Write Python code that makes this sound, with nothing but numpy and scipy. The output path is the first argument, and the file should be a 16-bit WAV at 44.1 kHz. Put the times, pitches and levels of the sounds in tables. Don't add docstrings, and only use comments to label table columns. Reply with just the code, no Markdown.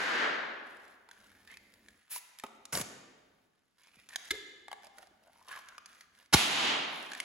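import sys
import numpy as np
from scipy import signal
from scipy.fft import rfft, irfft, next_fast_len
from scipy.io import wavfile
from scipy.ndimage import uniform_filter1d, minimum_filter1d

SR = 44100
rng = np.random.default_rng(int(sys.argv[2]) if len(sys.argv) > 2 else 0)


def to_wav(s):
    ch = np.atleast_2d(s).T
    pcm = np.round(np.clip(ch, -1, 1) * 32767)
    wavfile.write(sys.argv[1], SR, pcm.astype(np.int16))


N = 319284
T = np.arange(N) / SR


def amp(db):
    return 10 ** (np.asarray(db) / 20)


def unit(x):
    return x / np.sqrt(np.mean(x ** 2) + 1e-20)


def read(points, hz):
    f, value = np.transpose(points)
    return np.interp(np.log(hz + 1), np.log(f + 1), value)


def colour(x, points):
    length = x.shape[-1]
    size = next_fast_len(length + 2048)
    gain = amp(read(points, np.fft.rfftfreq(size, 1 / SR)))
    return irfft(rfft(x, size) * gain, size)[..., :length]


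def noise(points, clump=0):
    bursts = np.exp(clump * unit(uniform_filter1d(rng.standard_normal(N), 64)))
    return unit(colour(rng.standard_normal(N) * bursts, points))


def add(mix, s, sound):
    part = mix[max(round(s * SR), 0):][:len(sound)]
    part += sound[:len(part)]


def gate(start, end, db, attack, release):
    return amp(db) * np.clip(np.minimum((T - start) / attack, (end - T) / release), 0, 1)


def resonate(x, hz, width_hz):
    turn = np.exp(2j * np.pi * np.cumsum(hz * np.ones(len(x))) / SR)
    fading = signal.lfilter([1], [1, -np.exp(-np.pi * width_hz / SR)], x / turn)
    return (turn * fading).imag


# multiple of the skin pitch, level/dB
SKIN_MODES = [(1, -1.5), (1.42, -6.5), (2.03, -5.5), (2.6, -8.5), (3.9, -7)]


def skin(drive, hz, ring_s, damping=.7):
    detune = 1 + 0.031 * rng.standard_normal(len(SKIN_MODES))
    ring = 0
    for k, (ratio, db) in enumerate(SKIN_MODES):
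        width_hz = 1.55 / ring_s * ratio ** damping
        ring = ring + (-1) ** k * amp(db) * resonate(drive, hz * ratio * detune[k], width_hz)
    return signal.lfilter(*signal.butter(2, np.mean(hz) / 2, "high", fs=SR), ring)


# t/s, skin pitch f/Hz, ring level/dB, tick level/dB before TICK_GAIN
LOUD_SLIPS = [(1.089, 950, -44.5, -53.5), (1.113, 1620, -38.5, -48.5), (1.475, 1750, -43.5, -53),
              (1.571, 1790, -37.5, -46.5), (1.739, 1800, -49, -53.5), (1.885, 1690, -44, -48),
              (2.161, 947, -32, -33.5), (2.387, 2900, -45, -41), (2.398, 1700, -35, -40),
              (2.437, 950, -31, -40), (2.465, 1100, -45, -47.5), (2.654, 1200, -45.5, -38),
              (2.753, 700, -27.5, -26), (2.813, 598, -38, -25.5), (4.089, 2300, -45.5, -42.5),
              (4.159, 1600, -24, -24.5), (4.682, 850, -35, -48), (4.715, 794, -31, -42.5),
              (4.729, 805, -31.5, -42.5), (4.984, 1550, -42, -46), (5.028, 735, -44, -53),
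              (5.484, 1100, -43.5, -44), (5.576, 1540, -37.5, -52), (5.687, 1600, -42, -45),
              (5.781, 1200, -34, -44.5), (5.859, 1720, -43, -42), (6.009, 1600, -45, -46),
              (7.118, 1620, -28.5, -38.5), (7.134, 1630, -30, -38), (7.15, 1830, -27, -43),
              (7.202, 2185, -19, -31.5)]
SNAP_CYCLES, TICK_T60 = 19, .013
TICK_GAIN = 0.61


def snaps(ripple_share=0.74, scatter=0.071):
    out, t = np.zeros(N), np.arange(SR // 10) / SR
    for s, hz, ring_db, tick_db in LOUD_SLIPS + faint_slips():
        ring_s = SNAP_CYCLES / hz
        ripples, grit = rng.standard_normal((2, len(t)))
        flick = (t == 0) + scatter * ripples * amp(-60 * t / (ring_s * ripple_share))
        ring = skin(flick, hz, ring_s)
        tick = colour(grit * amp(-60 * t / TICK_T60),
                      [(200, -29.0), (1200, 2.5), (4000, 9.0), (7000, 9.5), (11000, 4.0), (16000, -9)])
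        add(out, s, amp(ring_db) * ring / abs(ring).max() + TICK_GAIN * amp(tick_db) * tick)
    return out


FAINT_RING_DB, FAINT_TICK_DB = 9, 11


def faint_slips(count=2):
    rows = []
    for start, end, hz, _, _, db in STROKES:
        for where in rng.random(count):
            rows.append((start + where * (end - start), hz, db + FAINT_RING_DB, db + FAINT_TICK_DB))
    return rows


# start t/s, end t/s, skin pitch at start f/Hz, at end f/Hz, creak level/dB, brush level/dB
STROKES = [(0.631, 0.979, 1310, 1700, -79, -67), (1.081, 1.504, 1498, 1910, -71, -69),
           (1.465, 1.584, 1850, 2500, -58, -63), (1.579, 2.6, 1797, 1600, -79, -73),
           (3.758, 4.123, 2190, 2700, -73, -69), (4.09, 4.17, 1904, 1700, -58, -56.5),
           (4.163, 4.404, 1700, 1900, -66, -58), (4.81, 4.89, 800, 715, -64, -60.5),
           (4.93, 5.08, 700, 560, -66.5, -66), (5.21, 5.319, 660, 759, -69, -72.5),
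           (5.291, 5.501, 899, 1060, -70, -69.5), (5.455, 5.63, 1039, 1150, -55, -61),
           (5.48, 5.608, 1452, 1650, -50.5, -61.5), (5.58, 5.795, 1650, 1520, -63.5, -70),
           (5.851, 6.073, 1550, 1750, -70, -65.5), (6.12, 6.278, 1653, 1750, -74.5, -67),
           (6.87, 7.3, 1498, 1810, -62, -56.5)]
SLIPS_PER_S, SLIPS_AT_DB, SLIPS_AT_HZ, DOUBLING_DB = 270, -62, 1200, 20


def creaks(jitter=.8, uneven_db=6, grit_db=-19, ring_cycles=22, waver=0.056, soft_hz=700):
    out = np.zeros(N)
    for start, end, pitch, end_pitch, db, _ in STROKES:
        length = int((end - start) * SR)
        rate = SLIPS_PER_S * pitch / SLIPS_AT_HZ * 2 ** ((db - SLIPS_AT_DB) / DOUBLING_DB)
        gaps, sizes = rng.standard_normal((2, 256))
        at = (np.cumsum(np.exp(jitter * gaps)) / rate * SR).astype(int)
        inside = at < length
        slips = np.zeros(length + SR // 20)
        slips[at[inside]] = amp(uneven_db * np.minimum(sizes[inside], 1.3))
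        slips[:length] *= signal.windows.tukey(length, .7)
        hiss, drift = rng.standard_normal((2, 2 * SR))[:, :len(slips)]
        grit = signal.lfilter([1], [1, -np.exp(-1 / (0.0012 * SR))], slips) * hiss
        glide_hz = np.interp(np.arange(len(slips)), [0, length], [pitch, end_pitch])
        hz = glide_hz * np.exp(waver * unit(uniform_filter1d(drift, size=300)))
        flicks = signal.lfilter([1], [1, -np.exp(-2 * np.pi * soft_hz / SR)], slips)
        sound = skin(flicks, hz, ring_cycles / pitch, damping=1.43) + amp(grit_db) * grit
        add(out, start, amp(db) * sound / np.sqrt(np.sum(sound ** 2) / length + 1e-12))
    return out


BRUSH_COLOUR = [(300, -6.5), (1500, 8), (3500, 3.5), (6000, -0.5), (11000, -2), (16000, -13)]
STROKE_ATTACK_S, STROKE_RELEASE_S = 0.038, 0.044


def brushing(rest_db=-84):
    touch = sum(gate(start, end, db, STROKE_ATTACK_S, STROKE_RELEASE_S)
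                for start, end, *_, db in STROKES)
    return np.hypot(touch, amp(rest_db)) * noise(BRUSH_COLOUR, clump=0.67)


# t/s, level/dB
TWANG_AT = (4.306, -35)
# f/Hz, level/dB in the blow, level/dB ringing on
TWANG_MODES = [(1290, -15, -36), (1730, -4.5, -26), (2100, -3.5, -17), (3050, -14, -29), (3520, -2.5, -24),
               (3980, -12, -20), (4900, -14.5, -38), (6900, -12, -34)]
TUBE_HZ, TUBE_DB, TUBE_RISE_S, TUBE_T60 = 403.2, -1.5, 0.016, .25
SLACK_SHARE, SETTLE_S, SWAY_HZ = 0.37, .025, 12.1


def twang(rise=0.0028, blow_t60=.026, scrape_db=-4, ring_rise=0.0084, ring_t60=0.24, waver=.026):
    out, t = np.zeros(N), np.arange(SR // 2) / SR
    jerk = unit((1 - np.exp(-t / rise)) ** 2 * amp(-60 * t / blow_t60)) * np.sqrt(.1)
    ring = (1 - np.exp(-t / ring_rise)) * amp(-60 * t / ring_t60)
    scrape = unit(colour(rng.standard_normal(len(t)), [(700, -18), (2000, -1), (7500, 1), (16000, -13)]))
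    sound = amp(scrape_db) * jerk * scrape
    for hz, blow_db, ring_db in TWANG_MODES:
        bend, flutter = unit(uniform_filter1d(rng.standard_normal((2, len(t))), size=220))
        turns = np.cumsum(hz * (1 + waver * bend)) / SR + rng.random()
        strength = amp(blow_db) * jerk + amp(ring_db) * ring * flutter
        sound += strength * np.sin(2 * np.pi * turns)
    note_hz = TUBE_HZ * (1 - SLACK_SHARE * np.exp(-t / SETTLE_S) * np.cos(2 * np.pi * SWAY_HZ * t))
    swell = (1 - np.exp(-t / TUBE_RISE_S)) * amp(TUBE_DB - 60 * t / TUBE_T60)
    swell = swell * (1 + .5 * flutter)
    sound += swell * np.sin(2 * np.pi * np.cumsum(note_hz) / SR)
    s, db = TWANG_AT
    add(out, s, amp(db) * sound)
    return out


def thump(s, db, from_hz, to_hz, fall, t60):
    out, t = np.zeros(N), np.arange(SR // 4) / SR
    hz = to_hz + (from_hz - to_hz) * np.exp(-t / fall)
    add(out, s, amp(db - 60 * t / t60) * np.sin(2 * np.pi * np.cumsum(hz) / SR))
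    return out


# t/s, level/dB, pitch at start f/Hz, at end f/Hz, decay by 60 dB t/s
RECOILS = [(2.439, -45.5, 277, 210, .04), (2.8, -36.5, 398, 100, 0.1), (3.97, -60, 300, 80, .1),
           (4.159, -42, 814, 680, 0.028), (4.308, -51.5, 110, 55, 0.16), (5.112, -57, 400, 260, 0.037)]


def recoils(fall_s=0.0079):
    return sum(thump(s, db, from_hz, to_hz, fall_s, t60) for s, db, from_hz, to_hz, t60 in RECOILS)


def jet(start, end, db, attack, release, sag_db_per_s):
    return gate(start, end, 0, attack, release) ** 2 * amp(db - sag_db_per_s * np.maximum(T - start, 0))


# start t/s, end t/s, level/dB before the sag
LEAK = (2.092, 2.208, -37.5)
RUSH = (2.721, 2.832, -32)
# f/Hz, level/dB
LEAK_COLOUR = [(500, -22.5), (850, -13.5), (2000, -5), (4500, -7.5), (7500, -2.5), (11000, 2.5),
               (16000, -3.5)]
PUFF_COLOUR = [(90, -18), (230, -3.5), (600, 1.5), (1100, 2.5), (1700, -11), (2500, -8.5), (4000, -25)]
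RUSH_COLOUR = [(35, -12), (150, 2.5), (300, 0), (700, -1.5), (2000, -2.5), (4000, -9.5), (7000, 0.5),
               (11000, -4), (16000, -16.5)]
LEAK_ATTACK_S, LEAK_RELEASE_S, RUSH_ATTACK_S, RUSH_RELEASE_S = 0.024, 0.028, 0.0085, 0.013
LEAK_SAG_DB_PER_S, RUSH_SAG_DB_PER_S = 46, 78
PUFF_S, PUFF_DB, PUFF_T60 = 2.437, -37, 0.07
FLAP_HZ, FLAP_DB = 81.8, 2


def escaping_air():
    leak_jet = jet(*LEAK, LEAK_ATTACK_S, LEAK_RELEASE_S, LEAK_SAG_DB_PER_S)
    leak = leak_jet * noise(LEAK_COLOUR, clump=.15)
    puff_fade = (T > PUFF_S) * amp(PUFF_DB - 60 * abs(T - PUFF_S) / PUFF_T60)
    puff = puff_fade * noise(PUFF_COLOUR)
    rush_jet = jet(*RUSH, RUSH_ATTACK_S, RUSH_RELEASE_S, RUSH_SAG_DB_PER_S)
    rush = rush_jet * noise(RUSH_COLOUR, clump=0.29)
    flap = amp(-FLAP_DB * np.cos(2 * np.pi * FLAP_HZ * (T - RUSH[0])))
    return leak + puff + rush * flap


BANG_COLOUR = [(40, -12), (120, -8), (280, 0), (500, -9), (800, 1.5), (1500, -4), (3100, -3.5), (6000, -4),
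               (11000, -11.5), (16000, -23)]
RIP_S, BURST_S, BURST_DB, RIP_DB_PER_S = 6.326, 6.346, -4, 1470
OPEN_S, RAGS_S, RAGS_DB, BURST_RAMP_S = 0.0049, 0.0204, -19, 0.0021


def bang():
    growth_db = BURST_DB - RIP_DB_PER_S * np.maximum(BURST_S - T, 0)
    rip = gate(RIP_S, BURST_S + OPEN_S, growth_db, BURST_RAMP_S, BURST_RAMP_S)
    rags = gate(BURST_S, BURST_S + RAGS_S, RAGS_DB, BURST_RAMP_S, BURST_RAMP_S)
    return np.maximum(rip, rags) * noise(BANG_COLOUR, clump=0.19)


def blast():
    return thump(6.345, db=0.5, from_hz=374, to_hz=63, fall=0.0036, t60=0.054)


# start t/s, end t/s, level/dB
HANDLING = [(0, 1.16, -75), (1.092, 2.045, -69.5), (2.5, 3.548, -76.5), (3.854, 6.35, -77)]
HANDLING_COLOUR = [(25, -15), (55, 1), (100, 1.5), (140, -13.5), (200, 5), (380, -4.5), (600, -6),
                   (1500, -21)]
GRIP_RAMP_S = 0.11


def bumping():
    return sum(gate(*grip, GRIP_RAMP_S, GRIP_RAMP_S) for grip in HANDLING) * noise(HANDLING_COLOUR)


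# f/Hz, level/dB
RIGHT_LIFT = [(1200, 0), (3500, 1.5), (5800, 3.5), (7000, -0.5)]


def near(x, scatter_db=-7, scatter_t60=0.024, count=4):
    x = colour(x, [(3000, -0.5), (6500, -2), (11500, 5)])
    t = np.arange(SR // 25) / SR
    paths = rng.standard_normal((count, 2, len(t))) * amp(-60 * t / scatter_t60) * (t > .001)
    paths /= np.linalg.norm(paths, axis=2, keepdims=True)
    swing = np.cos(2 * np.pi * np.outer(np.arange(1, count + 1), T)) * np.sqrt(2 / count)
    scatter = sum(signal.oaconvolve((x * share)[None], path, axes=1)[:, :N]
                  for share, path in zip(swing, paths))
    left = np.roll(colour(x, [(hz, -db) for hz, db in RIGHT_LIFT]), 2)
    direct = np.array([left, colour(x, RIGHT_LIFT)])
    return direct + amp(scatter_db) * colour(scatter, [(150, -15.5), (700, 0.5)])


ROOM_T60 = [(60, 0.57), (220, 1.49), (700, 1.5), (1600, 1.334), (3200, 1.198), (6000, 0.9), (11000, 0.57),
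            (16000, 0.37)]
ROOM_COLOUR = [(40, -9), (130, -9), (230, -2), (480, -1.5), (900, -1.5), (3000, -1), (6000, -4), (12000, 1)]
ROOM_ALIKE = [(100, 0.91), (250, 0.89), (500, 0.43), (950, 0.018), (1900, 0.34), (3800, 0.24), (7000, .1)]


def room_response(build=0.015):
    hz, t, (a, b) = signal.stft(rng.standard_normal((2, 2 * SR)), SR, nperseg=512)
    alike = np.clip(read(ROOM_ALIKE, hz), -1, 1)[:, None]
    mid, side = np.sqrt(1 + alike) * a, np.sqrt(1 - alike) * b
    fade = amp(read(ROOM_COLOUR, hz)[:, None] - 60 * t / read(ROOM_T60, hz)[:, None])
    tail = signal.istft(np.array([mid + side, mid - side]) * fade, SR, nperseg=512)[1]
    tail = tail * (1 - np.exp(-np.arange(tail.shape[1]) / SR / build))
    return tail / np.sqrt(np.sum(tail ** 2) / 2)


def pop_ring(room, s, db, points, right_db):
    tail = colour(room, points)
    tail = amp(db) * tail / np.sqrt(np.mean(tail[:, :SR // 10] ** 2))
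    out = np.zeros((2, N))
    skipped = max(-round(s * SR), 0)
    for channel, gain in enumerate([1, amp(right_db)]):
        add(out[channel], s, gain * tail[channel, skipped:])
    return out


# f/Hz, level/dB
EARLIER_COLOUR = [(90, -22.5), (220, -9), (700, -5.5), (1200, -2.5), (1650, 4), (2600, -6.5), (4500, -9.5),
                  (7000, -16.5), (12000, -18.5)]
LAST_COLOUR = [(40, -14), (280, -5.5), (500, -11), (800, -1.5), (1500, -4.5), (3400, 1), (5500, -6),
               (11000, -6.5), (16000, -18.5)]


def burst_rings(room):
    earlier = pop_ring(room, -.15, db=-14.0, points=EARLIER_COLOUR, right_db=-1)
    last = pop_ring(room, 6.344, db=-14.5, points=LAST_COLOUR, right_db=1.2)
    return earlier + last


FLOOR_COLOUR = [(30, -5.5), (200, 6.5), (600, -8), (8000, -16), (16000, -32.5)]


def noise_floor(db=-83):
    return amp(db) * np.array([noise(FLOOR_COLOUR), noise(FLOOR_COLOUR)])


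SHARED_HZ, IN_PHASE_HZ, PORT_DELAY_S = 6400, 11150, .000204


def shared_treble(x):
    left, right = rfft(x)
    hz = np.fft.rfftfreq(N, 1 / SR)
    share = 1 / (1 + (SHARED_HZ / (hz + 1)) ** 20)
    late = left * np.exp(-2j * np.pi * (hz - IN_PHASE_HZ) * PORT_DELAY_S)
    return irfft(np.array([left, np.sqrt(1 - share) * right + np.sqrt(share) * late]), N)


def scene(room_db=-10, room_right_db=0.0):
    room = room_response()
    rubber = snaps() + creaks() + twang() + brushing() + escaping_air() + recoils()
    echo = signal.fftconvolve(rubber[None], room, axes=1)[:, :N]
    echo = amp(room_db) * echo * amp([[0], [room_right_db]])
    direct = near(rubber + bang() + blast() + bumping())
    return direct + echo + burst_rings(room) + noise_floor()


MICROPHONE = [(8000, 0), (11000, -5), (13700, -10.5), (15600, -7.5), (16200, -14.5)]
EDGE_HZ = 16200


def record(dry, limit_db=-14, hold_s=.15, recover_db_per_s=66, start_duck_db=16):
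    x = colour(shared_treble(dry), MICROPHONE)
    power_db = 10 * np.log10(abs(uniform_filter1d((x ** 2).mean(0), size=128)) + 1e-12)
    half = int(hold_s * SR / 2)
    over_db = -minimum_filter1d(np.minimum(limit_db - power_db, 0), 2 * half + 1, origin=half)
    recovery = recover_db_per_s * T
    duck_db = np.maximum.accumulate(np.maximum(over_db + recovery, start_duck_db)) - recovery
    low_pass = signal.firwin(401, EDGE_HZ, window=("kaiser", 8), fs=SR)
    return signal.oaconvolve(x * amp(-duck_db), low_pass[None], "same", axes=1)


dry = scene()
out = record(dry)
to_wav(out)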